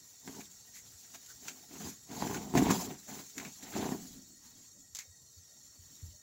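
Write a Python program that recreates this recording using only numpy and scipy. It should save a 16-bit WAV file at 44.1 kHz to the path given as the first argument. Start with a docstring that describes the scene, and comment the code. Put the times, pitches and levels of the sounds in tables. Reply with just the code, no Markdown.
"""Light swishes and a small flap: a cotton bed sheet is gathered in a small bedroom, then shaken out
twice and left to float down over the bed. Sliding threads swish and rub, loose folds flutter and slap
the air, creases snap taut, and air puffs from under the falling sheet. Feet shift softly, mostly at
the end. A steady high hiss, a faint hum and a low rumble lie under it all."""
import sys
import numpy as np
from scipy import signal
from scipy.fft import rfft, irfft, next_fast_len
from scipy.io import wavfile
from scipy.ndimage import map_coordinates

SR = 44100
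rng = np.random.default_rng(int(sys.argv[2]) if len(sys.argv) > 2 else 0)


def persist_wave(psi):
    """Save psi, clipped to +-1, as 16-bit WAV."""
    counts = np.round(np.clip(psi, -1, 1) * 32767).astype(np.int16)
    wavfile.write(sys.argv[1], SR, np.atleast_2d(counts).T)


N = 274292

# swings of the sheet: t/s, length/s, start effort/dB, end effort/dB, extra rub/dB, extra swish/dB
SHEET_SWINGS = [(0.267, .13, -53.5, -49.5, -1.5, -2), (1.146, 0.013, -61, -62, -1, 0),
                (1.443, 0.21, -54, -69, 0.5, 2), (1.712, 0.056, -56.5, -51, -1.5, 0),
                (1.807, 0.068, -44.5, -45.5, 1.5, 3), (2.114, 0.071, -46.5, -39.5, -0.5, 0),
                (2.211, 0.16, -40.5, -40, 2, 1.5), (2.395, 0.12, -40, -48, -11, -7),
                (2.558, 0.063, -24.5, -29.5, -4, -3), (2.656, .06, -34, -31, 1.5, -1),
                (2.715, .10, -38, -41.5, 3.5, 5.5), (2.841, 0.077, -40.5, -43.5, -2, -8.5),
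                (3.082, 0.12, -52.5, -48, 1.5, 3), (3.381, 0.1, -45, -50, -3, -2.5),
                (3.624, 0.11, -55.5, -54, 7, 2.5), (3.755, .16, -36, -39.5, -0.5, -2),
                (3.96, 0.096, -53.5, -64, 0, 2.5)]
# light sliding in the hands: t/s, level/dB
HAND_SLIDING = [(0, -57.5), (1.3, -55), (2.0, -57.5), (3.0, -54.5), (4.1, -52.5), (4.35, -63.5),
                (4.6, -57.5), (4.8, -65.5), (5.3, -64), (6.03, -57.5), (6.22, -64.5)]
# folds slapping the air: t/s, push peak/dB, slap re push/dB, ripple re push/dB
FOLD_FLAPS = [(.276, -42.5, -2, 1), (0.295, -40, -27, -22), (2.2234, -26.5, 4, -3),
              (2.269, -27, -16, -15.5), (2.539, -25.5, -6.5, -9.5), (2.553, -15, -8, -15),
              (2.624, -19.5, -23, -11.5), (2.668, -33, 9.5, -4.5), (2.707, -18, -6, -10),
              (2.722, -22, -12.5, -5.5), (3.765, -28.5, -25, -4), (3.828, -34.5, 4.5, -8),
              (3.891, -26, -11, -8.5), (3.921, -26, -36, -6.5), (3.948, -31, -32, -4)]
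# creases pulling taut: t/s, level/dB, crack re zip/dB, crack f/Hz, t60/s
CREASE_SNAPS = [(.2754, -49.5, 8.5, 1750, .06), (1.261, -43.5, -22, 1530, .08),
                (1.482, -33, -4.5, 2670, 0.11), (2.273, -41.5, 3, 1560, .06), (2.3445, -38, 3, 1420, 0.089),
                (2.575, -34, 7, 2200, 0.051), (2.7042, -35.5, -1, 1650, .06),
                (2.7124, -27, -17, 1694, .064), (3.3797, -33.5, -1, 2080, .06),
                (3.3984, -42.5, 2, 2140, .16), (3.4494, -44, 2, 2360, 0.14),
                (3.7804, -41.5, 0, 1580, 0.035), (4.9491, -36, -25, 3500, 0.17),
                (4.9564, -34.5, -35, 2360, .04), (4.9674, -37, -17, 2710, 0.06),
                (4.9876, -31.5, -15, 2160, .1)]
# layer dragged over layer: t/s, swish/dB, rub/dB, rub f/Hz, half width/s
LAYER_TUGS = [(0.411, -50, -54, 2500, 0.0087), (.773, -50.5, -60, 2120, 0.028),
              (1.151, -46.5, -51.5, 694, 0.011), (1.308, -51, -59, 1450, 0.018),
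              (1.479, -48, -58.5, 880, 0.016), (2.581, -35.5, -37.5, 1850, 0.011),
              (2.711, -31.5, -32, 1040, 0.0086), (4.46, -57.5, -68.5, 904, .035),
              (5.005, -67, -54.5, 2140, 0.023)]
# puffs from under the sheet: t/s, level/dB
AIR_PUFFS = [(4.041, -55.5), (4.171, -55.5), (4.309, -66), (4.46, -66.5), (4.59, -66), (4.79, -67),
             (5.78, -73), (5.96, -71), (6.09, -74)]
# footfalls and shifts of weight: t/s, level/dB
FOOT_STEPS = [(.925, -62), (1.83, -51), (4.913, -58), (5.069, -58), (5.362, -58), (5.775, -55.5),
              (6.015, -42), (6.076, -51)]
# folds pushing air: f/Hz, level/dB
FOLD_SPECTRUM = [(25, -39.5), (60, -12), (88, -11), (115, -9), (160, -6), (210, 0.5), (300, -2.5),
                 (345, -8.5), (385, -5), (460, -10), (540, -23), (660, -15), (1000, -21.5), (1250, -31.5),
                 (5000, -47.5)]
# slapping folds: f/Hz, level/dB
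SLAP_SPECTRUM = [(150, -30), (550, 1), (750, 11), (1000, 7), (1400, -15), (2200, -14.5), (5000, -40)]
# rubbing crease: f/Hz, level/dB
CREASE_SPECTRUM = [(400, -25), (850, -8.5), (1500, 0.5), (2200, -1.5), (2800, -4.5), (4200, -7.5),
                   (6500, -23), (12000, -42.5)]
# slipping threads: f/Hz, level/dB
WEAVE_SPECTRUM = [(900, -23.5), (2500, -18), (4000, -8), (5200, -6.5), (6500, 0.5), (7450, 0.5),
                  (8200, -14.5), (9100, -18.5), (10200, -15), (11500, -9), (12800, -15), (13900, -21),
                  (14800, -7), (15800, -7)]
# air spilling past the hem: f/Hz, level/dB
AIR_SPECTRUM = [(40, -13), (140, -12), (200, -4), (280, -1.5), (400, -19), (600, -25), (2000, -60)]
# heel on the floor: f/Hz, level/dB
HEEL_SPECTRUM = [(20, -21), (50, 1), (90, 2), (160, -9), (300, -31), (1000, -53)]
# bedroom decay: f/Hz, t60/s
ROOM_DECAY = [(100, 0.77), (300, 0.17), (2000, 0.2), (12000, 0.24)]
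# high hiss: f/Hz, level/dB
HISS_SPECTRUM = [(300, -12), (700, -10), (1200, -17), (2000, -27), (3200, -64), (5000, -13), (5800, 3),
                 (7400, -1), (8200, -6), (9000, -25), (11500, -6.5), (13800, -19.5), (15000, -10.5),
                 (15800, -6)]
# narrow bands singing in the hiss: f/Hz, width/Hz, level/dB
WHINE_BANDS = [(1360, 120, -12), (1889, 96, 0), (3763, 74, 3), (4274, 55, 8), (4484, 135, 3.5),
               (5020, 200, -8), (5400, 93, 2), (5633, 53, 10.5), (5650, 150, 1), (6300, 28, 9.5),
               (6860, 190, 7.5), (7180, 110, 9.5), (7480, 68, 11), (8320, 190, 0.5)]
# low rumble: f/Hz, level/dB
RUMBLE_SPECTRUM = [(20, -27.5), (50, -6), (88, -2.5), (125, 0), (250, -12.5), (450, -19), (900, -27),
                   (2500, -79)]


def moving_cloth():
    """Folds buckle in small pushes of air; bunches rub in coarse grains, threads slip in fine ones."""
    flutter_db, rub_db, swish_db = cloth_levels()
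    ripple = wobble(rate_hz=45)  # waves running through the cloth
    folds = coloured(grains(rate_hz=900, spread_db=4), FOLD_SPECTRUM)
    flutter = amp(flutter_db - 1 + 1.6 * ripple) * shifting(folds, depth_db=1, size=1024)
    patter_db = 0.62 * flutter_db + 0.48 * rub_db  # fold on fold: needs both flutter and sliding
    slaps = coloured(grains(rate_hz=650, spread_db=0), SLAP_SPECTRUM)
    patter = amp(patter_db - 0.5 + 1.2 * ripple) * shifting(slaps, depth_db=4, size=512)
    catches = coloured(grains(rate_hz=2200, spread_db=3), CREASE_SPECTRUM)
    rub = amp(rub_db - 3 + 2.1 * ripple) * shifting(catches, depth_db=2.5, size=256)
    swish_gain = amp(swish_db - 1.5 + 1.7 * wobble(rate_hz=49))
    threads = coloured(grains(rate_hz=12000, spread_db=1.5), WEAVE_SPECTRUM)
    swish = swish_gain * shifting(threads, depth_db=3, size=512)
    return flutter + patter + rub + swish


def cloth_levels(brisk_db=-40.5, brisk_attack_db_per_s=650.5, release_db_per_s=361, linger=1.4):
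    """Flutter, rub and swish in dB. Friction grows more slowly with effort than flutter, and lingers."""
    t = np.arange(N) / SR
    hand_db = np.interp(t, *np.transpose(HAND_SLIDING), left=-120, right=-120)
    flutter_db, rub_db, swish_db = [hand_db - 20], [hand_db - 17], [hand_db]
    for start_s, length_s, first_db, last_db, extra_rub_db, extra_swish_db in SHEET_SWINGS:
        end_s = start_s + length_s
        attack_db_per_s = brisk_attack_db_per_s * amp(0.18 * (first_db - brisk_db))  # harder is faster
        onset_db = attack_db_per_s * np.maximum(start_s - t, 0)
        effort_db = np.interp(t, [start_s, end_s], [first_db, last_db]) - onset_db
        release_db = release_db_per_s * np.maximum(t - end_s, 0)
        slide_db = effort_db - release_db / linger - brisk_db
        flutter_db.append(effort_db - release_db)
        rub_db.append(-50.5 + extra_rub_db + 0.83 * slide_db)
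        swish_db.append(-45 + extra_swish_db + 0.62 * slide_db)
    return power_sum_db(flutter_db), power_sum_db(rub_db), power_sum_db(swish_db)


def flaps(ripple_t60_s=0.082, ripple_rise_s=0.004):
    """A fold whips over: one push of air and a slap, then the cloth ripples out."""
    out, t = np.zeros(N), np.arange(SR // 4) / SR
    thin_fold = [(hz, db - 4 * (hz < 130)) for hz, db in FOLD_SPECTRUM]  # a quick flap has little bass
    impulse = 1.0 * (t == 0)
    push, slap = coloured(impulse, thin_fold), coloured(impulse, SLAP_SPECTRUM)
    push, slap = push / abs(push).max(), slap / abs(slap).max()
    envelope = (1 - np.exp(-t / ripple_rise_s)) * amp(-60 * t / ripple_t60_s)
    for start_s, level_db, slap_db, ripple_db in FOLD_FLAPS:
        ripple = amp(ripple_db) * envelope * noise(len(t), thin_fold)
        add(out, start_s, amp(level_db) * (push + amp(slap_db) * slap + ripple))
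    return out


def snaps():
    """A crease pulls straight: a pitched crack and a quick zip of threads."""
    out, t = np.zeros(N), np.arange(SR // 4) / SR
    strike = (1 - np.exp(-t / 0.0002)) * (1 + 1.3 * np.exp(-t / 0.003))
    dull_weave = [(hz, db - 5 * (hz > 8500)) for hz, db in WEAVE_SPECTRUM]
    for start_s, level_db, crack_db, crack_hz, t60_s in CREASE_SNAPS:
        weave_slips, crease_slips = slips(len(t))
        thread_zip = coloured(weave_slips, dull_weave)
        crack = amp(crack_db) * coloured(crease_slips, resonant(CREASE_SPECTRUM, crack_hz, boost_db=9))
        envelope = strike * amp(level_db - 7.5 - 60 * t / t60_s)
        add(out, start_s, envelope * (thread_zip + crack))
    return out


def tugs():
    """One layer drags over another, swelling and fading with the speed of the hand."""
    out, t = np.zeros(N), np.arange(SR // 5) / SR
    middle_s = t.mean()
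    for peak_s, swish_db, rub_db, rub_hz, half_width_s in LAYER_TUGS:
        weave_slips, crease_slips = slips(len(t))
        swish = amp(swish_db) * coloured(weave_slips, WEAVE_SPECTRUM)
        rub = amp(rub_db) * coloured(crease_slips, resonant(CREASE_SPECTRUM, rub_hz, boost_db=16.5))
        envelope = np.exp(-((t - middle_s) / half_width_s) ** 2)
        add(out, peak_s - middle_s, envelope * (swish + rub))
    return out


def billow(half_width_s=0.06):
    """Air spills in soft puffs from under the floating sheet."""
    t = np.arange(N) / SR
    puffs = sum(amp(db) * np.exp(-((t - peak_s) / half_width_s) ** 2) for peak_s, db in AIR_PUFFS)
    return puffs * amp(1.7 * wobble(rate_hz=14)) * noise(N, AIR_SPECTRUM)


def footfalls(floor_hz=88, rise_s=0.028, scuff_db=-11):
    """A soft heel makes the floor boom for a few cycles, with a dull scuff."""
    out, t = np.zeros(N), np.arange(SR // 3) / SR
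    swell = (t / rise_s) ** 2 * np.exp(2 * (1 - t / rise_s))
    boom = swell * np.sin(2 * np.pi * floor_hz * t)
    for start_s, level_db in FOOT_STEPS:
        scuff = amp(scuff_db) * np.sqrt(swell) * noise(len(t), HEEL_SPECTRUM)
        add(out, start_s, amp(level_db - 0.5) * (boom + scuff))
    return out


def bedroom(x):
    """Short, dense reflections from walls and furniture, 5 ms late."""
    hz, t, bins = signal.stft(rng.standard_normal(SR // 2), SR, nperseg=256)
    decay = amp(-60 * t / log_interp(ROOM_DECAY, hz)[:, None])
    tail = signal.istft(bins * decay, SR, nperseg=256)[1]
    delayed = np.pad(x, (SR // 200, 0))
    return signal.fftconvolve(delayed, tail / np.linalg.norm(tail))[:N]


def background(hiss_db=-62.5, hum_hz=462):
    """Hiss with wavering narrow bands, a faint hum and an uneven rumble."""
    def bands(f):
        return sum(amp(db) * np.exp(-2 * ((f - hz) / width_hz) ** 2) for hz, width_hz, db in WHINE_BANDS)

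    hiss = shifting(noise(N, HISS_SPECTRUM), depth_db=5, size=1024)
    whine = shifting(filtered(rng.standard_normal(N), bands), depth_db=2.6, size=512)
    hum = amp(-85 + 2 * wobble(rate_hz=3)) * np.sin(2 * np.pi * hum_hz * np.arange(N) / SR)
    rumble = amp(-73.5 + 3.5 * wobble(rate_hz=9)) * noise(N, RUMBLE_SPECTRUM)
    return amp(hiss_db) * (hiss + whine) + hum + rumble


def grains(rate_hz, spread_db):
    """Random impulses of uneven size, rms 1."""
    hits = rng.random(N) < rate_hz / SR
    signs = rng.choice([-1, 1], N)
    return unit_rms(hits * signs * amp(spread_db * np.clip(rng.standard_normal(N), -2, 2)))


def slips(size, spread_db=4.5):
    """Two runs of threads catching and letting go, uneven in strength."""
    return rng.standard_normal((2, size)) * amp(spread_db * rng.standard_normal(size))


def noise(size, spectrum):
    """Coloured Gaussian noise, rms 1."""
    return coloured(rng.standard_normal(size), spectrum)


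def wobble(rate_hz):
    """Smooth random curve with knots at rate_hz."""
    knots = rng.standard_normal(int(N * rate_hz / SR) + 4)
    return map_coordinates(knots, [np.arange(N) * rate_hz / SR])


def shifting(x, depth_db, size):
    """Patches of the spectrum swell and fade at random; rms 1."""
    bins = signal.stft(x, nperseg=size)[2]
    patch = np.outer(np.hanning(7), np.hanning(9))
    field = signal.fftconvolve(rng.standard_normal(bins.shape), patch, "same")
    return unit_rms(signal.istft(bins * amp(depth_db * unit_rms(field)), nperseg=size)[1][:N])


def coloured(x, spectrum, size=4096):
    """Minimum-phase filter with the given spectrum; output rms 1."""
    gain = amp(log_interp(spectrum, np.fft.rfftfreq(size, 1 / SR)))
    cepstrum = irfft(np.log(gain))
    causal_window = 1 + np.sign(size // 2 - np.arange(size))
    causal_window[0] = 1
    kernel = irfft(np.exp(rfft(cepstrum * causal_window)))
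    return unit_rms(signal.fftconvolve(x, kernel)[:len(x)])


def filtered(x, response):
    """Zero-phase filter with gain response(hz)."""
    size = next_fast_len(len(x) + SR // 4)
    return irfft(rfft(x, size) * response(np.fft.rfftfreq(size, 1 / SR)), size)[:len(x)]


def resonant(spectrum, peak_hz, boost_db):
    """Spectrum with one extra resonance."""
    hz = np.geomspace(100, 16000, num=120)
    peak_db = boost_db / (1 + (6 * np.log(hz / peak_hz)) ** 2)
    return np.transpose([hz, log_interp(spectrum, hz) + peak_db])


def log_interp(points, hz):
    """Read (f/Hz, value) points on a log frequency axis."""
    points_hz, values = np.transpose(points)
    return np.interp(np.log(hz + 1), np.log(points_hz + 1), values)


def power_sum_db(levels_db):
    """Level of several sounds at once."""
    return 10 * np.log10(sum(amp(db) ** 2 for db in levels_db) + 1e-20)


def amp(db):
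    """dB to gain."""
    return 10 ** (np.asarray(db) / 20)


def unit_rms(x):
    """Scale to rms 1."""
    return x / np.sqrt(np.mean(x ** 2) + 1e-20)


def add(track, start_s, sound):
    """Mix a sound into the track."""
    start = max(round(start_s * SR), 0)
    track[start:start + len(sound)] += sound[:N - start]


def scene():
    """Sheet, room, feet and background from a couple of metres away; mono."""
    sheet = moving_cloth() + flaps() + snaps() + tugs() + billow()
    return (sheet + amp(-12) * bedroom(sheet) + footfalls() + background())[None]


def record(dry):
    """Microphone channel: nothing above its band limit."""
    return filtered(dry[0], lambda hz: hz < 15790)[None]


dry = scene()
out = record(dry)
persist_wave(out)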